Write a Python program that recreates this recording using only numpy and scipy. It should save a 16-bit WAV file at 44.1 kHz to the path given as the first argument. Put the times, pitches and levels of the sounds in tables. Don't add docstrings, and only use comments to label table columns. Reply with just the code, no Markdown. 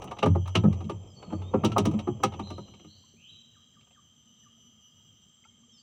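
import sys
import numpy as np
from scipy import signal
from scipy.fft import rfft, irfft, next_fast_len
from scipy.io import wavfile
from scipy.ndimage import map_coordinates

SR = 44100
rng = np.random.default_rng(int(sys.argv[2]) if len(sys.argv) > 2 else 0)


def dump_mix(stems):
    frames = np.atleast_2d(stems).T
    limited = np.clip(frames, -1, 1)
    pcm = np.round(limited * 32767).astype(np.int16)
    wavfile.write(sys.argv[1], SR, pcm)


def boost_factor(decibels):
    exponent = np.asarray(decibels, float) / 20
    return 10 ** exponent


N = 256662


def boat():
    # time in seconds, level of the knock in dB, then relative settings in dB
    # for the weight (low), the clack (around 3 kHz) and the fizz (around 11 kHz).
    blows = [(0.02, -33.5, -19.5, -9, -24), (0.042, -37, -20, -21.5, -14), (0.077, -39, -16.5, -4.5, -39),
             (0.113, -24, -25, -18, -32.5), (0.169, -37.5, -12.5, -13, -37), (0.188, -33.5, -12, -0.5, -24),
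             (0.229, -11, -6.5, -13.5, -37.5), (0.26, -14, 2.5, -21.5, -34), (0.353, -25.5, 2.5, -26, -40),
             (0.458, -38.5, -12.5, -7.5, -39), (0.477, -30.5, -37.5, -15, -20.5),
             (0.554, -13.5, 0.5, -2.5, -27.5), (0.638, -24.5, 13, -25.5, -35.5),
             (0.653, -33, 14.5, -42, -38), (0.728, -38.5, -19, -4.5, -22), (0.807, -36.5, 2, -16, -31),
             (0.844, -54, 23, 3, -19), (0.897, -25, -5, -14.5, -30), (1.227, -34.5, -17, -13, -38),
             (1.265, -51.5, 12.5, -26, -53), (1.304, -39, -4.5, -14.5, -47), (1.326, -28, 6, -23.5, -43),
             (1.419, -38.5, -4.5, -11, -32.5), (1.54, -15.5, 1, -31, -48), (1.638, -21, 5, -18, -39),
             (1.648, -21, 2.5, -2, -14.5), (1.699, -39.5, -10, -12, -28), (1.719, -30.5, -4, -5, -28),
             (1.765, -12, -13.5, -30.5, -50.5), (1.782, -17, -3.5, -8, -16.5), (1.855, -22.5, 3, -6.5, -18),
             (1.868, -36, 19, -40, -50), (1.913, -36.5, 5, -14, -23), (1.939, -40, 15, -9, -26),
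             (1.991, -32.5, -3, -4.5, -23.5), (2.075, -22, 2.5, -28, -48), (2.202, -42.5, 5.5, -21, -49.5),
             (2.236, -11.5, -14, -11, -22), (2.322, -37, -13, -11, -36), (2.338, -36.5, -8, -5, -34.5),
             (2.395, -27.5, -3.5, -12.5, -34), (2.472, -43, -16, -15, -30),
             (2.504, -33, -0.5, -11.5, -25.5), (2.581, -34.5, -0.5, -25, -31), (2.679, -50.5, 3, -7, -31),
             (2.739, -50, -6.5, 1.5, -25), (2.797, -55, 3, 2, -41), (2.846, -52, 10.5, -3, -26),
             (3.81, -63.5, -22, 9.5, -21), (3.872, -60, -17, -1, -28), (3.909, -62, -15, 6, -40)]
    mix = np.zeros(N)
    for s, db, thud_db, clack_db, fizz_db in blows:
        scrape = hull_scrape(clack_db, fizz_db)
        add(mix, boost_factor(db + 2.5) * scrape, s - 0.002)
        add(mix, boost_factor(db - 24.5) * scrape, s - 0.007)
        ring = hull_ring(thud_db, clack_db)
        add(mix, boost_factor(db - 15) * ring, s - 0.009)
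        add(mix, boost_factor(db + 2.0) * ring, s - 0.0045)
        delays, shares = rng.random((2, 3))
        for delay, share in zip(delays, shares):
            add(mix, boost_factor(db - 9.5) * share * ring, s + 0.014 * delay)
    return mix


def hull_ring(thud_db, clack_db):
    # centre pitch in Hz, mean level in dB,
    # time to die by 60 dB in seconds.
    modes = [(75.6, -17, 0.4), (91.8, -.5, 0.82), (109.85, 2, 0.36), (126.3, -8.5, 0.37),
             (161.4, 0.5, 0.22), (181.6, -2, 0.11), (208.6, -0.5, 0.18), (250.5, -3, 0.1), (294, -4, 0.14),
             (348.3, -0.5, 0.12), (413.8, -.5, 0.099), (533, 2.5, 0.065), (639, -3.5, 0.077),
             (763, 1.5, 0.063), (850, 2, 0.048), (955, -6.5, 0.1), (1070, -5, 0.036), (1238, -0.5, 0.0747),
             (1420, -11.5, 0.029), (1634, -15.5, 0.035), (1893, -18, 0.025), (2170, -22, 0.0579)]
    hz, level_db, t60 = np.transpose(modes)[:, :, None]
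    t = np.arange(round(0.65 * SR)) / SR
    level_draw, pitch_draw, phase_draw, beat_draw, beat_phase = rng.standard_normal((5, len(modes), 1))

    rise_s = 0.0045 + 0.014 * (200 / hz) ** 1.3
    onset = 1 - np.exp(-(t / rise_s) ** 2)
    decay = boost_factor(-60 * t / t60) + boost_factor(-33.5 - 60 * t / 0.37)
    weight_db = along([(90, -10 + 0.8 * thud_db), (220, thud_db + 0.5), (800, -6.5), (1300, -7.5),
                       (2200, clack_db + 11.0)], hz)
    level = boost_factor(level_db + weight_db + 2.2 * level_draw)
    tone = sine(2 * np.pi * hz * (1 + 0.03 * pitch_draw) * t + 3 * phase_draw)
    beating = 1 + 0.62 * sine(2 * np.pi * 0.034 * hz * beat_draw * t + 3 * beat_phase)
    return (level * onset * decay * tone * beating).sum(0)


def hull_scrape(clack_db, fizz_db):
    # centre in Hz, width in Hz, level in dB before the tilt.
    resonances = [(1194, 220, 11), (2282, 300, 1.5), (2860, 480, 9.5), (3840, 230, 4), (4700, 190, -12.5),
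                  (5890, 370, 5), (7650, 220, -3.5), (9700, 1500, -8), (15100, 720, 0.5)]
    # frequency in Hz, time to die by 60 dB in seconds.
    decay_times = [(1000, 0.076), (3000, 0.091), (8000, 0.077), (15000, 0.014)]
    tilt = [(500, -63), (1000, -3), (1500, -12.5), (3000, clack_db - 0.5),
            (5500, 0.5 * clack_db + 0.6 * fizz_db + 8.0), (9500, fizz_db + 12.0),
            (12800, fizz_db + 3), (15000, 1.6 * fizz_db + 24)]

    def response(f):
        power = sum(boost_factor(2 * db) / (1 + (2 * (f - hz) / width_hz) ** 2) for hz, width_hz, db in resonances)
        return np.sqrt(power) * boost_factor(along(tilt, f))

    scrape = filtered(dying(decay_times, 0.2, size=128), response)
    t = np.arange(len(scrape)) / SR
    return scrape * (1 - np.exp(-t / 0.002))


def shuffle():
    # hardest moment in seconds, level of its push in dB.
    drags = [(0.0, -42.5), (.74, -44), (1.31, -52.5), (1.7, -40.5), (1.9, -45.5), (2.44, -49.5)]
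    # frequency in Hz, relative level in dB.
    colour = [(29, -40.5), (50, -10.5), (97, -7.5), (146, -11.5), (415, -17.5), (458, -15.5), (1260, -30.5),
              (1510, -55), (2600, -35), (3380, -69.5), (5720, -120)]
    press_db_per_s, ease_db_per_s = 61.5, 46
    t = np.arange(N) / SR
    push = sum(boost_factor(db - np.maximum(press_db_per_s * (s - t), ease_db_per_s * (t - s))) for s, db in drags)
    noise = filtered(rng.standard_normal(N), lambda f: boost_factor(along(colour, f)))
    return push * unit(noise * boost_factor(2.6 * wobble(20)))


def drips_and_tick():
    # time in seconds, relative level in dB, pitch at the start in Hz.
    partials = [(3.038, -61.5, 1006), (3.909, -65, 700), (4.579, -67, 650), (5.0, -69.5, 897),
                (3.138, -56.5, 378), (5.68, -66, 466), (5.44, -56.5, 2106), (5.444, -62, 2480),
                (5.446, -69, 4600), (5.451, -52.5, 1310), (5.455, -57.5, 850), (5.633, -64, 1145)]
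    mix, t = np.zeros(N), np.arange(SR // 10) / SR
    for s, db, hz in partials:
        tone = np.sin(2 * np.pi * hz * (t + 1.9 * t ** 2))
        blip = tone * boost_factor(-60 * t / 0.054) * (1 - np.exp(-t / 0.00056))
        add(mix, boost_factor(db + 2.0) * blip, s)
    return mix


def cicada():
    # start in seconds, end in seconds, first pitch in Hz.
    strokes = [(0, .95, 3012), (1.85, 3.15, 3045), (3.9, 5.3, 3058)]
    multiples = [1, 2, 4, .965, 1.93, 3.86]
    partial_db = [-71, -67.5, -95, -73, -88, -94]
    sag_hz_per_s = 76
    near, behind = np.zeros(N), np.zeros(N)
    for start, end, high in strokes:
        low = high - sag_hz_per_s * (end - start)
        for k, db in zip(multiples, partial_db):
            add(near, *stroke(start, end, k * high, k * low, db))
    for when, pitch, size in rng.random((14, 3)):
        start, high = 6.6 * when - 0.9, 3050 + 250 * pitch
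        add(behind, *stroke(start, start + 1.2, high, 0.985 * high, db=-72.0 - 6 * size))
    return near * throb() + behind * throb()


def stroke(start, end, high, low, db):
    swell_db = db + np.array([-9, 0, 0, -7])
    rows = np.transpose([np.linspace(start, end, 4), np.linspace(high, low, 4), swell_db])
    before_zero = round(max(-start, 0) * SR)
    return glide(rows, overtone_db=-120)[before_zero:], start


def throb():
    beat = 1 + 0.6 * np.sin(2 * np.pi * np.cumsum(6 + 3 * wobble(3)) / SR)
    return unit(beat * boost_factor(2.1 * wobble(40)))


def birds():
    # start in seconds, length in seconds, first and last pitch in Hz,
    # level in dB.
    whistles = [(1.075, .02, 5750, 4900, -71), (1.095, .037, 5200, 4880, -65),
                (1.14, .115, 4500, 4390, -61), (1.25, .065, 4300, 4180, -68),
                (1.312, .078, 4300, 4580, -65), (1.417, .095, 3450, 3740, -59),
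                (5.72, .07, 5600, 5000, -63), (5.785, .04, 4950, 4620, -65), (5.775, .035, 4480, 4430, -66),
                (5.725, .05, 3750, 3450, -69)]
    # start in seconds, level in dB.
    hoots = [(3.534, -63), (3.733, -63.5), (3.94, -62), (4.425, -65)]
    # seconds after its start, pitch in Hz, relative level in dB.
    hoot_shape = [(0, 1900, -21), (.018, 1780, -12), (.03, 1350, -14), (.038, 1200, 0), (.054, 1170, -3),
                  (.064, 1150, -22)]
    # start in seconds, length in seconds, first and last pitch in Hz,
    # relative level in dB.
    rises = [(2.42, .05, 3510, 4190, -57), (2.49, .03, 4800, 5200, -73), (2.865, .065, 3490, 4430, -59),
             (2.95, .04, 4500, 4800, -73), (3.165, .04, 2300, 2580, -62), (3.285, .035, 3600, 3960, -58),
             (5.49, .04, 2150, 2170, -78)]
    sweep = (3.195, .1, 2650, 3700, -57)
    near = sung([note(*row, bend=1.1, attack=0.3) for row in whistles])
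    hooting = sung([np.add(hoot_shape, [s, 0, db]) for s, db in hoots])
    rising = [note(*row, bend=3, attack=0.08) for row in rises]
    far = sung(rising + [note(*sweep, bend=0.85, attack=0.3)])
    echo = bank(boost_factor(-12) * near + boost_factor(-6) * hooting + far)
    return near + hooting + boost_factor(-4) * far + echo


def note(start, length, first_hz, last_hz, db, bend, attack):
    release, edge_db = 0.3, -10.5
    u = np.linspace(0, 1, num=14)
    edge = np.clip(np.minimum(u / attack, (1 - u) / release), 0, 1)
    pitch_hz = last_hz + (first_hz - last_hz) * (1 - u) ** bend
    return np.transpose([start + length * u, pitch_hz, db + edge_db * (1 - edge)])


def sung(notes):
    mix = np.zeros(N)
    for rows in notes:
        add(mix, glide(rows, overtone_db=-36.0), rows[0][0])
    return mix * unit(boost_factor(2 * wobble(50) + 3 * wobble(180)))


def bank(x):
    # frequency in Hz, time to die by 60 dB in seconds.
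    decay_times = [(1000, 0.23), (4000, 0.99), (7000, 0.32)]
    tail = dying(decay_times, 0.69, size=256)
    delayed = np.pad(x, (600, 0))
    return signal.fftconvolve(delayed, tail / np.linalg.norm(tail))[:N]


def chorus():
    # centre in Hz, width in Hz, level in dB rms.
    bands = [(1240, 120, -82), (2977, 370, -73), (3186, 190, -67), (3450, 1000, -81.5), (5080, 420, -86),
             (5890, 50, -80.5), (6090, 270, -74), (6280, 180, -75), (7256, 320, -78.5), (7536, 200, -74.5),
             (12280, 600, -95.5), (15100, 900, -93)]
    mix = np.zeros(N)
    for hz, width_hz, db in bands:
        band = filtered(rng.standard_normal(N), lambda f: 1 / (1 + (2 * (f - hz) / width_hz) ** 4))
        mix += boost_factor(db) * unit(band * boost_factor(2.0 * wobble(2.5) + 1.115 * wobble(33)))
    return mix


def river():
    # frequency in Hz, relative level in dB.
    colour = [(20, -42), (50, -15.5), (90, 0.5), (140, -1), (230, -4.5), (335, -16), (900, -24),
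              (2050, -27), (4140, -31), (6700, -27.5), (8000, -37.5), (9000, -40), (15500, -44),
              (15800, -75)]
    noise = filtered(rng.standard_normal(N), lambda f: boost_factor(along(colour, f)))
    low = filtered(noise, lambda f: 1 / (1 + (f / 500) ** 4))
    return boost_factor(-66) * unit(noise + low * (boost_factor(2.5 * wobble(17)) - 1))


def hum():
    band = filtered(rng.standard_normal(N), lambda f: 1 / (1 + (2 * (f - 230) / 35) ** 4))
    return boost_factor(-72) * unit(band * boost_factor(3 * wobble(5.1)))


def glide(rows, overtone_db):
    s, hz, db = np.transpose(rows)
    t = np.arange(s[0], s[-1], 1 / SR)
    phase = 2 * np.pi * np.cumsum(np.interp(t, s, hz)) / SR
    ends = np.clip(np.minimum(t - s[0], s[-1] - t) / 0.0016, 0, 1)
    tone = np.sin(phase) + boost_factor(overtone_db) * np.sin(2 * phase)
    return np.sqrt(2) * ends * boost_factor(np.interp(t, s, db)) * tone


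def dying(t60s, seconds, size):
    hz, t, z = signal.stft(rng.standard_normal(round(seconds * SR)), SR, nperseg=size)
    decay = boost_factor(-60 * t / along(t60s, hz)[:, None])
    return signal.istft(z * decay, SR, nperseg=size)[1]


def filtered(x, response):
    m = next_fast_len(len(x) + 8192)
    return irfft(rfft(x, m) * response(np.fft.rfftfreq(m, 1 / SR)), m)[:len(x)]


def along(points, hz):
    f, v = np.transpose(points)
    return np.interp(np.log(hz + 1), np.log(f + 1), v)


def wobble(rate):
    return map_coordinates(rng.standard_normal(int(N * rate / SR) + 4), [np.arange(N) * rate / SR])


def unit(x):
    return x / np.sqrt(np.mean(x ** 2) + 1e-20)


def sine(phase):
    return np.sin(phase.astype(np.float32))


def add(mix, x, s):
    part = mix[max(round(s * SR), 0):][:len(x)]
    part += x[:len(part)]


def scene():
    front = boat() + shuffle() + drips_and_tick()
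    animals = cicada() + birds() + chorus()
    return (front + animals + river() + hum())[None]


def roll_off(x):
    return signal.sosfilt(signal.butter(12, 16460, fs=SR, output="sos"), x)


def record(dry):
    ceiling, top_hz = 0.3, 16400
    held = dry / (1 + np.abs(dry / ceiling) ** 4) ** (1 / 4)
    limited = filtered(held[0], lambda hz: hz < top_hz)[None]
    return roll_off(limited)


dry = scene()
out = record(dry)
dump_mix(out)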